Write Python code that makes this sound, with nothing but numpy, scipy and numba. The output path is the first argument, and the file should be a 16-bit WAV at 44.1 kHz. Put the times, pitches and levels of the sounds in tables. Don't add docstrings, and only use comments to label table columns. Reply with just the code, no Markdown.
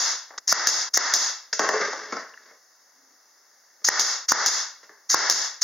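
import sys
import numpy as np
from scipy import signal
from scipy.fft import rfft, irfft, next_fast_len
from scipy.io import wavfile
from scipy.ndimage import uniform_filter1d, map_coordinates
from numba import njit

SR = 44100
rng = np.random.default_rng(int(sys.argv[2]) if len(sys.argv) > 2 else 0)


def wav_record(signal):
    frames = np.transpose(np.atleast_2d(signal))
    bounded = np.clip(frames, -1, 1)
    quanta = np.round(bounded * 32767).astype(np.int16)
    wavfile.write(sys.argv[1], SR, quanta)


def amplitude_ratio(level_db):
    exponent = np.asarray(level_db, float) / 20
    return 10 ** exponent


N = 248283
LEAD = 4410

# valve opens t/s, driver travel/s, blow level/dB, panel f/Hz, panel level/dB
SHOTS = [
    (0.4764, 0.046, -15.5, 1427, 5),
    (0.9368, 0.034, -14.5, 1927, 2.5),
    (3.8446, .0398, -13, 1870, 11.5),
    (4.2842, 0.033, -7, 1187, 0),
    (5.0944, .0466, -13, 1080, 9),
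    (5.6145, 0.032, -12, 1300, 5),
]


def along(points, hz):
    f, v = np.transpose(points)
    return np.interp(np.log(hz + 1), np.log(f + 1), v)


def filtered(x, response):
    m = next_fast_len(x.shape[-1] + SR // 4)
    spectrum = rfft(x, m) * response(np.fft.rfftfreq(m, 1 / SR))
    return irfft(spectrum, m)[..., :x.shape[-1]]


def causal(points):
    def response(hz):
        cepstrum = irfft(np.log(amplitude_ratio(along(points, hz))), 2 * len(hz) - 2)
        cepstrum[1:len(hz)] *= 2
        cepstrum[len(hz):] = 0
        return np.exp(rfft(cepstrum))
    return response


def highpass(hz, corner_hz):
    return 1j * hz / corner_hz / (1 + 1j * hz / corner_hz)


def treble(hz, top_hz=16000):
    return highpass(hz, 3000) ** 2 / (1 + 1j * hz / top_hz) ** 2


def wood(hz):
    # f/Hz, width/Hz, level/dB
    modes = [(230, 160, 2.5), (432, 59, 7), (605, 89, 1.5), (667, 22, -2), (1135, 1180, 0.5),
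             (1790, 4800, -1.5)]
    total = 0
    for k, (centre, width, db) in enumerate(modes):
        mode = 1j * hz * width / (centre * centre - hz * hz + 1j * hz * width)
        total = total + (-1) ** k * amplitude_ratio(db) * mode
    return total


def pair(n):
    # f/Hz, likeness (0 to 1)
    likeness = [(200, 0.98), (1500, 0.93), (3000, 0.91), (6000, 0.44), (12000, 0.38)]

    def mid_side(hz):
        angle = np.arccos(np.clip(along(likeness, hz), -1, 1)) / 2
        return np.array([np.cos(angle), np.sin(angle)])

    mid, side = filtered(rng.standard_normal((2, n)), mid_side)
    return np.array([mid + side, mid - side])


def ping(s, db, hz, t60):
    age = np.clip((np.arange(N + LEAD) - LEAD) / SR - s, 0, 1)
    onset = np.clip(age / 0.00063, 0, 1)
    return amplitude_ratio(db - 60 * age / t60) * np.sin(2 * np.pi * hz * age) * onset


def add(track, s, db, rise, hold, t60, rough_db=0., spike=True):
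    t = np.arange(SR // 8) / SR
    flutter = amplitude_ratio(rough_db * np.repeat(rng.standard_normal(len(t) // 50 + 1), 50)[:len(t)])
    decay = amplitude_ratio(db - 60 * np.clip(t - rise - hold, 0, 1) / t60)
    shape = np.clip(t / rise, 0, 1) ** 2 * decay
    burst = shape * flutter * rng.standard_normal(len(t))
    echo = np.linalg.norm(shape) * (np.arange(len(t)) == 40) if spike else burst
    part = track[:, LEAD + round(s * SR):][:, :len(t)]
    part += np.array([burst, echo])[:, :part.shape[1]]


def floor():
    # f/Hz, level/dB
    hush_curve = [(100, -1.5), (400, -7), (1500, -6), (5000, 3.5), (7000, 4.5), (12000, 13)]
    hush = filtered(pair(N), lambda hz: amplitude_ratio(along(hush_curve, hz) - 49))
    start_s, length_s, edge_s, rumble_db = 2.92, .26, .06, -41
    age = np.arange(N) / SR - start_s
    swell = np.clip(np.minimum(age, length_s - age) / edge_s, 0, 1)
    rumble = amplitude_ratio(rumble_db) * swell * rng.standard_normal(N)
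    return hush + filtered(rumble, lambda hz: (1j * hz * 110 / (260 ** 2 - hz * hz + 1j * hz * 110)) ** 2)


def workshop(x):
    changes = [0, .4, .9, 2.595, 4.27, 6]
    # f/Hz, T60/s
    decay_times = [(150, 0.21), (1000, 0.44), (3500, 0.43), (6000, 0.38), (12000, 0.3), (16000, 0.065)]
    # f/Hz, phase between the microphone ports/rad
    port_phase = [(300, 0.31), (2000, 0.15), (5000, 0.29), (9000, 0.3), (16000, 0.67)]
    out = filtered(x[0], lambda hz: np.exp(np.outer([.5j, -.5j], along(port_phase, hz))))
    edges = [LEAD * (s > 0) + round(s * SR) for s in changes[:-1]] + [N + LEAD]
    step = round(.4 * SR)
    for a, b in zip(edges, edges[1:]):
        for start in range(a, b, step):
            hz, t, z = signal.stft(pair(SR // 2), SR, nperseg=256)
            decay = amplitude_ratio(-60 * t / along(decay_times, hz)[:, None])
            tail = signal.istft(z * decay, SR, nperseg=256)[1]
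            tail = amplitude_ratio(-0.5) * tail / np.linalg.norm(tail[0])
            tail = np.pad(tail, ((0, 0), (120, 0)))
            heard = x[1:, start:min(start + step, b)]
            answer = signal.fftconvolve(heard, tail, axes=1)[:, :b - start]
            out[:, start:start + answer.shape[1]] += answer
        left = b - np.arange(a, b) + N * (b == edges[-1])
        out[:, a:b] *= np.clip(left / (0.0147 * SR), 0, 1) ** 2
    return out[:, LEAD:]


def bench():
    # t/s, peak level/dB, hardness/dB
    dead_knocks = [
        (0.305, -30.5, -22),
        (0.337, -35.5, -13),
        (0.378, -28, 23),
        (1.630, -22, 16),
        (1.705, -25, 19),
        (1.928, -17, 5),
        (1.937, -29, -23),
        (2.259, -37, -21),
        (4.834, -46, 12),
    ]
    # t/s, peak level/dB, hardness/dB
    box_knocks = [(1.528, -25, 27.5), (1.593, -3, 7), (1.689, -7.5, 6.5), (1.738, -16.5, -60),
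                  (1.762, -22.5, -34), (1.813, -13.5, -40), (2.123, -18, -30), (2.165, -22, -4),
                  (2.51, -42, -21), (3.816, -48, 5), (4.893, -38.5, -20)]
    # t/s, peak level/dB
    rocking = [
        (1.622, -28),
        (1.742, -17.5),
        (1.763, -18),
        (1.802, -17.5),
        (1.819, -21.5),
        (1.883, -21.5),
        (1.905, -33.5),
    ]
    # t/s, peak level/dB, f/Hz
    loose = [
        (2.324, -43, 1800),
        (2.338, -17, 2860),
        (2.342, -34, 1700),
        (2.375, -31, 1800),
    ]
    # t/s, sound pressure level/dB
    drags = [
        [(1.61, -28), (1.7, -28), (1.745, -22), (1.912, -23), (2.056, -31.5), (2.184, -31), (2.276, -48),
         (2.5, -44), (2.59, -85)],
        [(4.83, -35.5), (4.896, -68), (5.0, -72)],
    ]

    thud, tick, ring, rasp = np.zeros((4, 2, N + LEAD))
    knocks = [(*row, -25) for row in dead_knocks] + [(*row, 17) for row in box_knocks]
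    for s, db, treble_db, ring_db in knocks:
        add(thud, s, db + 1, rise=0.00034, hold=0.0069, t60=0.0071)
        add(tick, s, db + treble_db - 6.5, rise=0.00038, hold=0.0051, t60=0.017)
        add(ring, s, db + ring_db - 11.5, rise=0.0005, hold=0.0041, t60=0.013, spike=False)

    hollow_hz, hollow_t60, loose_t60 = 421, .05, 0.015
    notes = [(s, db, hollow_hz, hollow_t60) for s, db in rocking] + [(*row, loose_t60) for row in loose]
    for s, db, hz, t60 in notes:
        thud += amplitude_ratio([[0], [-12]]) * ping(s, db + 5.0, hz, t60)

    t = (np.arange(N + LEAD) - LEAD) / SR
    unevenness = map_coordinates(rng.standard_normal(800), [(t + 0.138) * 120])
    slips = amplitude_ratio([[1.5], [-3]]) * amplitude_ratio(3.5 * unevenness)
    rattle_per_s, rattle_db, scatter_db = 70, 24, 4
    hits = rng.random(len(t)) < rattle_per_s / SR
    chatter = hits * amplitude_ratio(rattle_db + scatter_db * rng.standard_normal(len(t)))
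    rub_db, rasp_db = -7.5, 8.5
    for rows in drags:
        s, db = np.transpose(rows)
        rub = slips * rng.standard_normal(len(t)) + chatter
        ring += amplitude_ratio(np.interp(t, s, db + rub_db, -150, -150)) * rub
        rasp += amplitude_ratio(np.interp(t, s, db + rasp_db, -150, -150)) * slips * rng.standard_normal(len(t))
    tick += filtered(rasp, lambda hz: 1 / (1 + 1j * hz / 7000) ** 4)
    thud = filtered(thud, lambda hz: highpass(hz, 400) * highpass(hz, 250) / (1 + 1j * hz / 2600) ** 3)
    return thud + filtered(tick, treble) + filtered(ring, wood)


def air():
    # t/s, peak level/dB
    releases = [
        (-0.061, -3),
        (0.6688, -7.5),
        (1.1354, -8),
        (3.992, -9.5),
        (4.458, -9),
        (5.2956, -8.5),
    ]
    # f/Hz, level/dB
    valve_curve = [(150, -30.5), (600, -35.5), (2000, -21), (3500, -10.5), (5000, -5), (11000, 6),
                   (16000, -6)]
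    # f/Hz, level/dB
    jet_curve = [(150, -20), (600, -26.5), (2000, -20.5), (3500, -6.5), (6000, -6.5), (11000, 4.5),
                 (13500, 0.5), (16000, -17)]
    valve, exhaust = np.zeros((2, 2, N + LEAD))
    for s, travel, *_ in SHOTS:
        add(valve, s - .005, 2, rise=0.0096, hold=travel - .012, t60=0.071, rough_db=3.5, spike=False)
    for s, db in releases:
        add(exhaust, s, db + 24.5, rise=0.0038, hold=0.026, t60=0.034, rough_db=0.5)
    return filtered(valve, causal(valve_curve)) + filtered(exhaust, causal(jet_curve))


def driver():
    # f/Hz, level/dB
    thump_curve = [(100, 10.5), (400, 1), (1400, -1.5), (2200, -3), (4000, -21), (16000, -32)]
    # f/Hz, level/dB
    crack_curve = [(100, -1.5), (600, -3), (1500, 2.5), (2500, 2), (5000, -16.5), (16000, -64)]
    board, steel = np.zeros((2, 2, N + LEAD))
    for opens, travel, db, hz, panel_db in SHOTS[:-1]:
        s = opens + travel
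        add(board, s, db + 30, rise=0.0056, hold=0.00017, t60=0.0053)
        add(steel, s, 43 + 0.64 * db, rise=0.0053, hold=0.0011, t60=0.0034)
        board[0] += ping(s + 0.002095, panel_db, hz, t60=0.037)

    def board_response(hz):
        return np.array([causal(thump_curve)(hz), causal(crack_curve)(hz)])

    def steel_response(hz):
        snap = amplitude_ratio(10.5) * highpass(hz, 12000) ** 3
        return np.array([snap, amplitude_ratio(-1.5) * treble(hz, 4030)])

    return filtered(board, board_response) + filtered(steel, steel_response)


def scene():
    return (workshop(air() + driver() + bench()) + floor()) * amplitude_ratio([[.6], [-.6]])


@njit
def follow(wanted, gain, attack, climb, spring):
    out = np.empty_like(wanted)
    for i in range(len(wanted)):
        if wanted[i] < gain:
            gain += attack * (wanted[i] - gain)
        else:
            gain = min(wanted[i], gain + climb - spring * gain)
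        out[i] = gain
    return out


def treble_gate(x):
    # f/Hz, level relative to the moment's mean power/dB
    threshold = [(7400, -34), (9500, -35), (11000, -41), (16000, -40)]
    hz, _, z = signal.stft(x, SR, nperseg=1024)
    power = np.mean(np.abs(z) ** 2, 0)
    limit = amplitude_ratio(2 * along(threshold, hz))[:, None] * power.mean(0)
    heard = uniform_filter1d(power, size=9, axis=0) > limit
    kept = heard | (hz < threshold[0][0])[:, None]
    return signal.istft(z * kept, SR, nperseg=1024)[1][:, :N]


def low_pass(x):
    return signal.sosfilt(signal.butter(12, 16680, fs=SR, output="sos"), x)


def record(dry):
    # f/Hz, level/dB
    capsule = [(900, 3), (1900, 2), (2200, -6), (2450, -24.5), (2700, -13.5), (3000, -25), (3400, -15.5),
               (4200, -15), (4900, -5), (6700, -5), (7800, -38.5), (9500, -37), (15600, -40), (16800, -74)]
    # f/Hz, level/dB
    notch = [(7500, 0), (8000, -28), (8900, -8), (9500, -1.5)]
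    x = filtered(dry, lambda hz: causal(capsule)(hz) * highpass(hz, 330) ** 2)
    power = signal.lfilter([.012], [1, .012 - 1], np.mean(x ** 2, 0))
    wanted_db = np.minimum(0, -18.5 - 10 * np.log10(power + 1e-12))
    x = x * amplitude_ratio(follow(wanted_db, -17.0, 1 / (0.00032 * SR), 110 / SR, 4 / SR))
    x = x / (1 + np.abs(x / 1.05) ** 4) ** (1 / 4)
    x = x + filtered(pair(N), lambda hz: amplitude_ratio(-65.0) * (hz > 8500) * (hz < 15900))
    x = filtered(x, lambda hz: causal(notch)(hz) * highpass(hz, 200) ** 2)
    excess = np.sign(x) * np.maximum(np.abs(x) - .3, 0)
    x = x + filtered(excess, lambda hz: amplitude_ratio(13.5) * highpass(hz, 11000) ** 4 / (1 + (hz / 16000) ** 40))
    mix = treble_gate(x)
    return low_pass(mix)


dry = scene()
out = record(dry)
wav_record(out)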